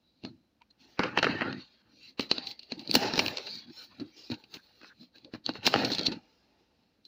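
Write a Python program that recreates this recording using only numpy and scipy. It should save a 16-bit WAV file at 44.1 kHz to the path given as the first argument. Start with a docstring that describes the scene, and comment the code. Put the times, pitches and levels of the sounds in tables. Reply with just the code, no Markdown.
"""A cardboard box is dragged over a table by hand; its packing tape is picked at and its flaps torn open. Tape
and card snap loose in short noise cracks, and each push rings the hollow box as decaying sines. In between,
skin and card rub as filtered friction noise; short fuzzy tones and brief pitched ticks sound now and then. The
place is a small quiet room that answers the snaps, over a faint hiss and rumble. A phone lies close by; its
microphone port rings near 4 kHz."""
import sys
import numpy as np
from scipy import signal
from scipy.fft import rfft, irfft, next_fast_len
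from scipy.io import wavfile
from scipy.ndimage import uniform_filter1d, map_coordinates

SR = 44100
rng = np.random.default_rng(int(sys.argv[2]) if len(sys.argv) > 2 else 0)


def materialize(psi):
    """Save the field psi as 16-bit PCM at rate SR to the path in sys.argv[1].

    A 1-D psi becomes a single channel; in a 2-D psi each row is a channel.
    """
    bounded = np.clip(np.atleast_2d(psi).T, -1, 1)
    quanta = np.round(bounded * 32767).astype(np.int16)
    wavfile.write(sys.argv[1], SR, quanta)


N = 311787  # samples, about 7.07 s


def amp(db):
    """Amplitude factor of a level in dB."""
    return 10 ** (np.asarray(db) / 20)


def unit(x):
    """x scaled to an RMS of 1."""
    return x / np.sqrt(np.mean(x ** 2) + 1e-20)


def along(points, hz):
    """Interpolate (f/Hz, value) points on a log frequency axis."""
    f, v = np.transpose(points)
    return np.interp(np.log(hz + 1), np.log(f + 1), v)


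def wobble(rate):
    """A smooth random curve with rate knots a second."""
    knots = rng.standard_normal(int(N * rate / SR) + 4)
    return map_coordinates(knots, [np.arange(N) * rate / SR])


def coloured(x, spectrum, size=4096):
    """x through a causal minimum-phase filter of energy 1, shaped by (f/Hz, level/dB) points."""
    level_db = np.maximum(along(spectrum, np.fft.rfftfreq(size, 1 / SR)), -90)
    # folding the cepstrum forward makes the filter causal
    cepstrum = irfft(np.log(amp(level_db)), size)
    cepstrum[1:size // 2] *= 2
    cepstrum[size // 2 + 1:] = 0
    pulse = irfft(np.exp(rfft(cepstrum)), size)
    return signal.fftconvolve(x, pulse / np.linalg.norm(pulse))[:N]


CARD_TOP_HZ = 3500  # soft card rings ever less above this


def peaks(modes):
    """The spectrum of (f/Hz, width/Hz, level/dB) card resonances side by side."""
    hz = np.geomspace(20, SR / 2, 600)
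    power = 0
    for centre, width, db in modes:
        damping = (hz * width) ** 2
        power = power + amp(2 * db) * damping / ((centre * centre - hz * hz) ** 2 + damping)
    softened = power / (1 + (hz / CARD_TOP_HZ) ** 2)
    return np.transpose([hz, 20 * np.log10(softened)])


# hiss and rumble of room and microphone, relative spectrum: (f/Hz, level/dB per Hz)
AIR_SPECTRUM = [(15, -52.5), (25, -24.5), (55, 2), (154, -13), (202, -1.5), (329, -13.5), (376, -11.5),
                (431, -30.5), (480, -12), (972, -21.5), (1970, -26.5), (5080, -25.5), (8050, -40.5),
                (15000, -37.5), (16300, -42.5)]


def air():
    """The quiet hiss and rumble of room and microphone: coloured noise whose level drifts slightly."""
    level_db = -76 + 0.29 * wobble(6)
    return amp(level_db) * coloured(rng.standard_normal(N), AIR_SPECTRUM)


# short fuzzy tones and brief pitched ticks: (t/s, length/s, f/Hz, width/Hz, level/dB)
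FUZZY_TONES = [(0.011, 0.14, 3900, 50, -71.5), (0.042, 0.12, 4700, 80, -80), (.27, 0.27, 4020, 60, -82.5),
               (.61, 0.019, 946, 40, -55.5), (.612, 0.031, 2410, 59.7, -71),
               (0.701, 0.019, 4180, 59, -56.5), (.97, 0.037, 2500, 147, -50),
               (1.701, 0.079, 4500, 147, -66.5), (2.33, 0.23, 800, 59.3, -53.5),
               (2.402, 0.19, 2100, 80, -63), (1.993, .11, 2690, 150, -55.5), (2.59, 0.065, 2800, 98, -60),
               (2.738, 0.13, 850, 60, -59.5), (2.78, .07, 2700, 100, -59.5), (2.791, 0.09, 1800, 100, -83),
               (3.763, 0.089, 1478, 59.7, -58), (3.76, 0.071, 4165, 148, -47.5),
               (3.901, 0.047, 1050, 81.8, -61), (4.107, 0.063, 2300, 78.5, -65.5),
               (4.814, 0.053, 2580, 100.3, -56.5), (4.804, 0.091, 1517, 144.6, -57.5),
               (4.888, 0.049, 1600, 136.4, -54), (4.112, 0.074, 5900, 150, -67),
               (4.57, 0.046, 1620, 152, -58.5), (5.14, 0.034, 1585, 80, -61),
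               (5.241, 0.067, 500.3, 39.2, -55.5)]


def fuzzy_tones():
    """Each tone swells and fades while its phase wanders at random, so that it is a fuzzy line."""
    out = np.zeros(N + SR)
    for s, length, hz, width_hz, db in FUZZY_TONES:
        chance = rng.standard_normal(SR // 2)
        t = np.arange(round(length * SR)) / SR
        steps = uniform_filter1d(chance, size=40)[:len(t)]
        drift = np.cumsum(steps) * np.sqrt(2 * np.pi * width_hz / SR)
        swell = np.sin(np.pi * t / length)
        out[round(s * SR):][:len(t)] += amp(db) * swell * np.sin(2 * np.pi * hz * t + drift)
    return out[:N]


# hands at rest on the box, level/dB of: hollow box, flaps and walls, scrape, fizz
REST_LEVELS = [-80, -86, -86.5, -104]
# short rubs and pats of the hands: (t/s at full strength, rise/s, hold/s, fall/s, then level/dB of
# hollow box, flaps and walls, skin and tape scrape, film fizz, then share of dry rasp 0-1)
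HAND_STROKES = [(.22, 0.37, 0, .05, -76, -94, -73.5, -104, 0.28),
                (0.252, 0.027, 0.0093, 0.053, -43, -56, -54, -99, 0.23),
                (.3, .04, 0, .1, -48, -79, -75, -104, 0.75),
                (0.803, 0.022, .16, 0.036, -67.5, -73, -63.5, -86, 0.59),
                (1.883, 0.17, 0, 0.46, -65.5, -78.5, -85.5, -99, .25),
                (2.03, 0.14, 0.075, 0.03, -65, -78.5, -53.5, -80.5, .27),
                (2.206, 0.012, 0, 0.079, -46, -48.5, -37, -61.5, 0.3),
                (2.319, 0.023, 0.0087, 0.067, -44, -51.5, -42, -100, 0.23),
                (2.353, 0.024, 0.068, 0.14, -56, -55, -44.5, -90, 0.079),
                (2.47, 0.042, 0.048, 0.028, -60, -65.5, -43.5, -70, 0.28),
                (2.627, 0.064, 0.019, .07, -82, -70.5, -56, -82, 0.041),
                (2.721, 0.038, 0.0038, 0.051, -57, -51.5, -46.5, -96.5, 0.22),
                (2.8, 0.057, 0.011, 0.067, -45.5, -60, -48, -74, 0.19),
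                (3.696, 0.071, 0.0068, 0.023, -48, -67, -58, -91, 0.11),
                (3.772, 0.088, 0.07, 0.067, -63.5, -67.5, -48.5, -69.5, 0.36),
                (3.93, 0.13, 0.17, 0.11, -64, -70.5, -62, -88.5, .2),
                (4.008, 0.027, 0.0023, 0.06, -34.5, -57.5, -60, -81.5, .16),
                (4.169, 0.04, .08, 0.11, -64, -68, -52.5, -79, 0.77),
                (4.314, 0.016, 0.0047, 0.039, -37, -45, -39.5, -68, 0.25),
                (4.388, 0.065, 0.012, 0.14, -68.5, -67, -63, -82, 0.22),
                (4.547, 0.045, 0.0046, 0.046, -50, -54, -45, -61.5, 0.364),
                (4.63, 0.04, 0.27, 0.11, -81, -76, -66, -84.5, .38),
                (4.821, 0.087, 0.071, 0.029, -68, -74, -57.5, -89, 0.38),
                (5.022, .06, 0.0013, 0.052, -53, -68.5, -54, -78, 0.28),
                (5.159, 0.034, 0.0019, 0.12, -63, -68.5, -60, -85.5, 0.21),
                (5.249, 0.053, 0.0043, .04, -55.5, -77.5, -61.5, -100, 0.17),
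                (5.348, 0.026, 0.0047, 0.029, -43, -50, -49, -76.5, .32),
                (5.491, 0.034, 0.014, 0.029, -38.5, -51, -44.5, -79, 0.13),
                (5.563, 0.05, 0, 0.067, -45.5, -54.5, -49, -76, 0.21),
                (7.065, 0.024, 0.009, 0.066, -75.5, -85.5, -59, -80.5, 0.23)]
# long pulls, one curve each: the box is turned, the first flap rips open, the second one is torn at;
# (t/s, then level/dB of hollow box, flaps and walls, skin and tape scrape, film fizz, then share of rasp 0-1)
LONG_PULLS = [
    [(.982, -69, -76, -73, -93.5, 1), (.999, -57, -41, -50, -74.5, 0.57), (1.046, -39, -37, -46, -91, 0.58),
     (1.139, -46, -55.5, -61, -101.5, 0.25), (1.183, -47, -41, -41.5, -77.5, 0.3),
     (1.211, -35, -49, -55, -85.5, 0.3), (1.239, -42, -48, -42.5, -75, 0.5),
     (1.299, -33, -36, -44.5, -78, 0.2), (1.395, -41, -42.5, -52.5, -95.5, 0.4),
     (1.43, -40, -41, -52.5, -115, 0.2), (1.584, -44, -60, -52.5, -96, 0.1),
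     (1.702, -85.5, -83, -64, -96.5, 0.22), (1.82, -81.5, -78, -71.5, -99, 0.4)],
    [(2.848, -55, -61, -53, -88, 0), (2.922, -46, -57, -45.5, -65.5, 0.07),
     (2.953, -49, -38, -26, -37, 0.32), (2.985, -47.5, -40.5, -41, -70.5, 0.7),
     (3.039, -36.5, -33, -34.5, -59.5, 0.73), (3.115, -41.5, -39, -41.5, -80.5, 0.45),
     (3.191, -45, -41.5, -37.5, -55, 0.7), (3.269, -38.5, -41.5, -40.5, -54.5, 0.37),
     (3.348, -54.5, -46, -48.5, -79, 0.72), (3.48, -66, -55.5, -44.5, -74, 0.19),
     (3.55, -50, -66, -39.5, -69, 0.26), (3.632, -72.5, -70.5, -51.5, -83, 0.13),
     (3.68, -79, -80.5, -65, -98, 0.1)],
    [(5.607, -65, -66, -69.5, -103, 0.4), (5.668, -45, -37.5, -21, -43.5, 0.44),
     (5.694, -48, -48, -38.5, -61, 0.36), (5.761, -36, -34, -36, -67.5, 0.39),
     (5.859, -37.5, -40.5, -38, -64, 0.34), (5.937, -49, -48, -39, -65, 0.35),
     (6.04, -48, -47, -44, -79, .2), (6.066, -49.5, -48, -26, -60, 0.3), (6.1, -44, -47.5, -53.5, -79, 0.2),
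     (6.174, -48.5, -57, -61, -104, 0.35), (6.206, -71, -69.5, -69, -99, .6),
     (6.305, -75.5, -73, -72.5, -92.5, 0.77), (6.55, -77, -76, -75, -103, .7),
     (7.03, -83.5, -85, -84, -104, 0.45)],
]
EDGE_DB = 20  # a stroke gains this over its rise time and loses it over its fall time
BOX_FALL = 0.9  # fall time of the hollow box, as a factor on that of the contact


def handling():
    """Level curves of hollow, flaps, scrape and fizz, and rasp share: rest, strokes and pulls add their power."""
    t = np.arange(0, N / SR, 1 / 500)
    parts = [(np.outer(REST_LEVELS, np.ones_like(t)), .4)]
    for s, rise, hold, fall, *db, share in HAND_STROKES:
        before = np.maximum(s - t, 0) / abs(rise)
        after = np.maximum(t - s - abs(hold), 0) / abs(fall) / np.array([[BOX_FALL], [1], [1], [1]])
        parts.append((np.array(db)[:, None] - EDGE_DB * (before + after), share))
    for rows in LONG_PULLS:
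        s, *db, share = np.transpose(rows)
        # a pull is silent outside its own curve
        curves = np.array([np.interp(t, s, c, -200, -200) for c in db])
        parts.append((curves, np.interp(t, s, share)))
    power = sum(amp(2 * db) for db, share in parts)
    # the rasp share is weighted by scrape power
    rasp = sum(amp(2 * db[2]) * share for db, share in parts) / power[2]
    curves = [*10 * np.log10(power), np.clip(rasp, 0, 1)]
    return [np.interp(np.arange(N) / SR, t, c) for c in curves]


def grit(streak_db, flutter_db, catch_db, share):
    """Friction noise: narrow streaks that come and go, a flutter, and a share of samples catching harder."""
    _, frames, z = signal.stft(rng.standard_normal(N), nperseg=512)
    field = uniform_filter1d(rng.standard_normal(z.shape), size=2, axis=0)
    field = uniform_filter1d(field, size=14, axis=1)
    gain = amp(streak_db[np.minimum(frames, N - 1).astype(int)] * unit(field))
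    gain = gain / np.sqrt(np.mean(gain ** 2, axis=0))  # each frame's gain has an RMS of 1
    noise = signal.istft(z * gain, nperseg=512)[1][:N]
    luck, size = rng.random(N), rng.exponential(1, N)
    catches = np.clip((share - luck) / 0.0054, 0, 1) * catch_db * size
    flutter = flutter_db * (wobble(25) + wobble(90))
    return noise * amp(catches + flutter)


# scrape heard through the ringing microphone port, relative spectrum: (f/Hz, level/dB per Hz)
PORT_SCRAPE = [(1940, -28.5), (3300, -5.5), (3570, -4), (4030, 9.5), (4540, 7.5), (5000, -1), (5590, -17.5),
               (6050, -20), (6580, -18), (7250, -41), (8360, -55.5), (9500, -45.5), (12400, -80.5),
               (20900, -120)]
# dry rasp, broader and brighter, relative spectrum: (f/Hz, level/dB per Hz)
DRY_RASP = [(2600, -21), (3300, -9), (3700, -1.5), (4200, 0), (5000, 4), (5600, -2.5), (6200, -11.5),
            (7000, -15.5), (8400, -42), (12000, -68.5)]


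def scraped(x, share):
    """The bright part of a contact, shared between microphone port ring and dry rasp."""
    return coloured(x * (1 - share), PORT_SCRAPE) + coloured(x * share, DRY_RASP)


# card walls over the flaps, as the hands move about the box: (t/s, level/dB)
WALL_OVER_FLAP = [(0, -7), (1.0, 0.5), (1.75, 4), (2.05, -1), (2.5, -4), (3.0, -4), (3.45, -5.5), (3.7, 2),
                  (4.05, -2), (4.3, -5.5), (4.9, 1.5), (5.1, -5.5), (5.56, 0.5), (5.8, -5.5), (7.07, -4.5)]


def wall_over_flap_db(t):
    """How far the walls stand above the flaps in dB at time t in seconds."""
    return np.interp(t, *np.transpose(WALL_OVER_FLAP))


# how a rub feels: faint is smooth, light is streaky, hard crackles;
# (scrape level/dB, streaks/dB, flutter/dB, catches/dB)
TOUCH_RULES = [(-88, 0, 1.2, 1), (-72, 2.5, 0.5, 0.3), (-60, 5, 1.62, 3), (-48.5, 4.5, 0.88, 4.5),
               (-35.5, 2.5, 1.32, 5)]
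# rumble of the hollow box under a rub, relative spectrum: (f/Hz, level/dB per Hz)
HOLLOW_RUMBLE = [(25, -28.5), (50, -29.5), (100, -3), (130, -0.5), (160, -2), (230, 2.5), (320, 1),
                 (380, -11), (520, -63)]
# resonances of the flaps: (f/Hz, width/Hz, level/dB)
FLAP_MODES = [(384, 100, 1.5), (489.7, 86, 0.5), (615, 170, -1.5), (823, 260, 0)]
# resonances of the box walls: (f/Hz, width/Hz, level/dB)
WALL_MODES = [(906, 97, 8), (1067, 20, 5), (1298, 470, 7.5), (1500, 37, 3.5), (1734, 820, 8),
              (1885, 420, 2)]
# scrape of the card itself, relative spectrum: (f/Hz, level/dB per Hz)
CARD_SCRAPE = [(1500, -28), (2000, -8), (2400, 3), (2780, 8.5), (3200, -1), (3900, -48)]
# fizz of rubbed tape film, relative spectrum: (f/Hz, level/dB per Hz)
FILM_FIZZ = [(5500, -26.5), (7500, -8.5), (8100, -22.5), (9000, -15), (10200, -10), (12000, -15),
             (13500, -13.5), (15100, 7), (15500, -5), (15900, -33.5), (16500, -49)]
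CARD_DB, CARD_FOLLOWS = -3.5, 0.54  # card offset, and its share of skin scrape against walls


def rubbing(hollow_db, flap_db, scrape_db, fizz_db, rasp):
    """One rough contact drives card, port and film; hollow, flaps and walls rumble on a drag of their own."""
    wall_db = flap_db + wall_over_flap_db(np.arange(N) / SR)
    card_db = CARD_DB + CARD_FOLLOWS * scrape_db + (1 - CARD_FOLLOWS) * wall_db
    force_db, *rules = np.transpose(TOUCH_RULES)
    rough = [np.interp(scrape_db, force_db, r) for r in rules]
    contact = grit(*rough, share=0.0087)
    drag = grit(*rough, share=.01)
    box = coloured(amp(hollow_db) * drag, HOLLOW_RUMBLE)
    box += coloured(amp(flap_db) * drag, peaks(FLAP_MODES))
    box += coloured(amp(wall_db) * drag, peaks(WALL_MODES))
    bright = scraped(amp(scrape_db) * contact, rasp)
    bright += coloured(amp(card_db) * contact, CARD_SCRAPE)
    bright += coloured(amp(fizz_db) * contact, FILM_FIZZ)
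    return box + bright


# snaps, taps and bumps near the microphone: (t/s, crack level/dB, box thump level/dB,
# flaps and walls level/dB, card scrape level/dB, t60 of the tear/s before its limits)
SNAP_EVENTS = [(0.2373, -35, -36.5, -60, -40, 0.0057), (0.2492, -29, -30, -37, -35, 0.015),
               (.618, -51.5, -75, -50.5, -43.5, 0.016), (0.7086, -53, -64, -70, -67, 0.0097),
               (0.9927, -28, -19, -21, -30, 0.041), (1.0039, -46, -37, -20, -27, 0.0047),
               (1.0343, -28, -34.5, -24, -24, 0.03), (1.1742, -23, -23, -15, -14, 0.021),
               (1.1863, -23, -31, -31, -19, 0.034), (1.2279, -18.5, -26, -18, -17, 0.029),
               (1.2431, -24.5, -39, -23, -16, .034), (1.2675, -45, -27.5, -20, -51, 0.023),
               (1.2861, -53, -39, -29, -49, 0.008), (1.4098, -36, -33, -22.5, -21.5, 0.0089),
               (1.4177, -41, -27, -26, -29.5, 0.055), (1.5278, -27, -45, -39, -32, 0.0099),
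               (2.1951, -18.5, -24, -24, -18.5, 0.016), (2.2074, -23.5, -32.5, -47, -33, 0.021),
               (2.3137, -7, -23.5, -22.5, -19, 0.016), (2.3814, -16.5, -35, -32, -25.5, 0.01),
               (2.441, -34, -60, -66, -54, 0.0091), (2.4703, -25.5, -67, -60, -34, 0.027),
               (2.511, -31, -59, -67, -43, 0.035), (2.5923, -34, -75, -59, -47, 0.03),
               (2.6312, -34, -75, -66, -50, 0.011), (2.72, -19.5, -33.5, -29, -27, 0.013),
               (2.7935, -32, -56, -58, -43, 0.025), (2.8752, -27.5, -43, -60, -58, 0.0089),
               (2.8947, -30, -29, -60, -37, 0.029), (2.9126, -6.5, -49, -37, -25, .0053),
               (2.9418, -9.5, -22.5, -47, -24, 0.013), (2.9527, 0, -41, -16.5, -15, 0.015),
               (2.9604, -29, -19, -40, -44, .0081), (3.1368, -19, -27, -26, -45, 0.015),
               (3.1572, -19, -37, -29, -41, 0.01), (3.1779, -17, -20.5, -21, -22, 0.011),
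               (3.1919, -12.5, -45, -20.5, -15.5, 0.032), (3.2022, -41, -42, -43, -19, 0.0061),
               (3.2622, -14.5, -45, -23.5, -19.5, 0.0054), (3.2812, -19, -36, -29, -21, 0.015),
               (3.371, -19.5, -65, -40, -31.5, 0.017), (3.3823, -24.5, -55, -36, -31, 0.017),
               (3.468, -32.5, -64, -42, -40.5, 0.081), (3.9978, -40.5, -37.5, -55, -56, 0.075),
               (4.3006, -36, -27.5, -46, -43, 0.018), (4.3165, -30.5, -34.5, -47, -37, 0.026),
               (4.3408, -37.5, -61.5, -64.5, -43, 0.038), (4.4384, -47.5, -54.5, -63.5, -51, 0.045),
               (4.54, -31, -52.5, -52.5, -41.5, 0.054), (4.5683, -51, -44, -52.5, -38.5, 0.015),
               (4.814, -44, -57.5, -47.5, -56, 0.018), (4.8316, -43.5, -51, -48.5, -52.5, 0.011),
               (4.8439, -51, -64.5, -47, -61.5, 0.022), (5.0304, -45.5, -48, -59.5, -62.5, 0.014),
               (5.158, -46.5, -69.5, -62, -57, 0.013), (5.1826, -42.5, -67, -77.5, -58.5, 0.014),
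               (5.246, -41.5, -48, -61.5, -56.5, 0.025), (5.3372, -34.5, -29.5, -39.5, -45.5, 0.013),
               (5.3467, -46.5, -33.5, -41, -53, 0.024), (5.463, -12.5, -52, -39.5, -50, 0.0082),
               (5.4913, -22.5, -24, -25.5, -36, 0.013), (5.5368, -37.5, -43, -66, -60, 0.01),
               (5.5527, -50, -53, -41.5, -47, 0.055), (5.6307, -46, -57, -50, -31, .0053),
               (5.666, -8, -24, -29.5, -17.5, 0.029), (5.6745, -7, -26, -11, -43, 0.0058),
               (5.74, -14.5, -59, -6, -13.5, 0.0069), (5.7606, -16, -40, -46, -15, 0.0038),
               (5.8477, -16, -29, -56, -27, 0.036), (5.9013, -30, -37, -33, -44, 0.052),
               (5.9163, -23, -27, -38, -45, 0.12), (5.9328, -21, -46, -55, -41, 0.02),
               (5.949, -15.5, -48, -47, -35, 0.022), (5.9833, -19.5, -35, -32, -42, 0.027),
               (5.9927, -16, -27.5, -30.5, -26, 0.013), (6.011, -23, -37, -33, -55, .016),
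               (6.0327, -19.5, -46, -51, -41, 0.0078), (6.065, -14.5, -51, -57, -32, 0.028),
               (6.0712, -17.5, -35, -40, -28, 0.008), (6.0827, -43, -21.5, -46, -42.5, .014),
               (6.118, -31, -39.5, -41.5, -37.5, 0.077), (7.0516, -41.5, -68, -77, -76.5, 0.017)]
# ringing tones of the hollow box, before a random spread: (f/Hz, relative level/dB, t60/s)
BOX_TONES = [(71, -24.5, 0.017), (121, -24, 0.12), (185, -5.5, 0.14), (235.3, 7, 0.059), (301, 10, 0.033)]
# fizz of a snap, duller than that of a rub, relative spectrum: (f/Hz, level/dB per Hz)
SNAP_FIZZ = [(5500, -21.5), (7500, -4.5), (8300, -6), (10000, -10.5), (13000, -14.5), (15100, -3),
             (15600, -8.5), (16300, -31)]
SNAP_WALL_DB = 1  # walls ring more at a snap
# fizz over the crack in dB, share of the surrounding rub's brightness, fizz dB per dB of crack
SNAP_FIZZ_DB, SNAP_FIZZ_FOLLOWS, SNAP_FIZZ_GROWS = -12.5, .6, 1.2


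def box_ring(after, chance):
    """The hollow box as decaying sines, each a little off in level, pitch and phase; not yet levelled."""
    ring = 0
    for (hz, db, life), luck, detune in zip(BOX_TONES, chance, chance[::-1]):
        offset_db = 2.5 * luck
        decay = amp(db + offset_db - 60 * after / life)
        phase = 2 * np.pi * hz * (1 + 0.03 * detune) * after + .6 * offset_db
        ring = ring + decay * np.sin(phase)
    return ring * (1 - np.exp(-after / 0.0004))  # soft onset


def snaps(bright_db, rasp):
    """Faint noise swells for 25 ms, then a spike and dying noise; the push rings the box."""
    lead = SR // 40
    t = np.arange(-lead, SR // 5) / SR
    after = np.maximum(t, 0)
    swell = (t < 0) * amp(-28) * (1 + t * SR / lead)  # grows from nothing up to the spike
    tears, thump = np.zeros((5, N + SR)), np.zeros(N + SR)
    for s, crack_db, thump_db, flap_db, card_db, t60 in SNAP_EVENTS:
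        t60 = np.clip(t60, .004, .2)
        wall_db = flap_db + SNAP_WALL_DB + wall_over_flap_db(s)
        fizz_db = SNAP_FIZZ_GROWS * crack_db + SNAP_FIZZ_DB
        fizz_db += SNAP_FIZZ_FOLLOWS * bright_db[round(s * SR)]
        chance = rng.standard_normal((6, len(t)))
        tear = (swell + (t > 0) * amp(-60 * after / t60)) * chance[:5]
        # the noise energy is set by t60 alone, whatever the random draw
        tear *= np.sqrt(t60 * SR / 25) / np.linalg.norm(tear, axis=1, keepdims=True)
        tear[:, lead] = 1.1  # the spike
        start = round(s * SR) - lead
        at = slice(start, start + len(t))
        tears[:, at] += amp([crack_db, flap_db, wall_db, card_db, fizz_db])[:, None] * tear
        ring = box_ring(after, chance[5])
        thump[at] += amp(thump_db) * ring / np.abs(ring).max()
    crack, flap, wall, card, fizz = tears[:, :N]
    out = thump[:N] + scraped(crack, rasp)
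    out += coloured(flap, peaks(FLAP_MODES)) + coloured(wall, peaks(WALL_MODES))
    return out + coloured(card, CARD_SCRAPE) + coloured(fizz, SNAP_FIZZ)


# decay of the small room: (f/Hz, t60/s)
ROOM_DECAY = [(200, 0.34), (2000, 0.039), (12000, 0.34)]


def room(x):
    """The room's answer is noise in which each frequency dies at its own speed, 200 samples late."""
    hz, t, z = signal.stft(rng.standard_normal(SR // 2), SR, nperseg=256)
    decay = amp(-60 * t / along(ROOM_DECAY, hz)[:, None])
    tail = signal.istft(z * decay, SR, nperseg=256)[1]
    return signal.fftconvolve(np.pad(x, (200, 0)), tail / np.linalg.norm(tail))[:N]


def scene():
    """Snaps with their room answer, rubbing, fuzzy tones and air, added up."""
    hollow_db, flap_db, scrape_db, fizz_db, rasp = handling()
    hits = snaps(fizz_db - scrape_db, rasp)
    rubs = rubbing(hollow_db, flap_db, scrape_db, fizz_db, rasp)
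    return (hits + amp(-16.0) * room(hits) + rubs + fuzzy_tones() + air())[None]


def record(dry):
    """The phone's microphone drops the deep bass and keeps nothing above its band limit."""
    bass_hz, top_hz = 35, 16400
    size = next_fast_len(N + SR // 4)
    hz = np.fft.rfftfreq(size, 1 / SR)
    bass_cut = (1j * hz / (bass_hz + 1j * hz)) ** 2
    return irfft(rfft(dry, size) * bass_cut * (hz < top_hz), size)[:, :N]


dry = scene()
out = record(dry)
materialize(out)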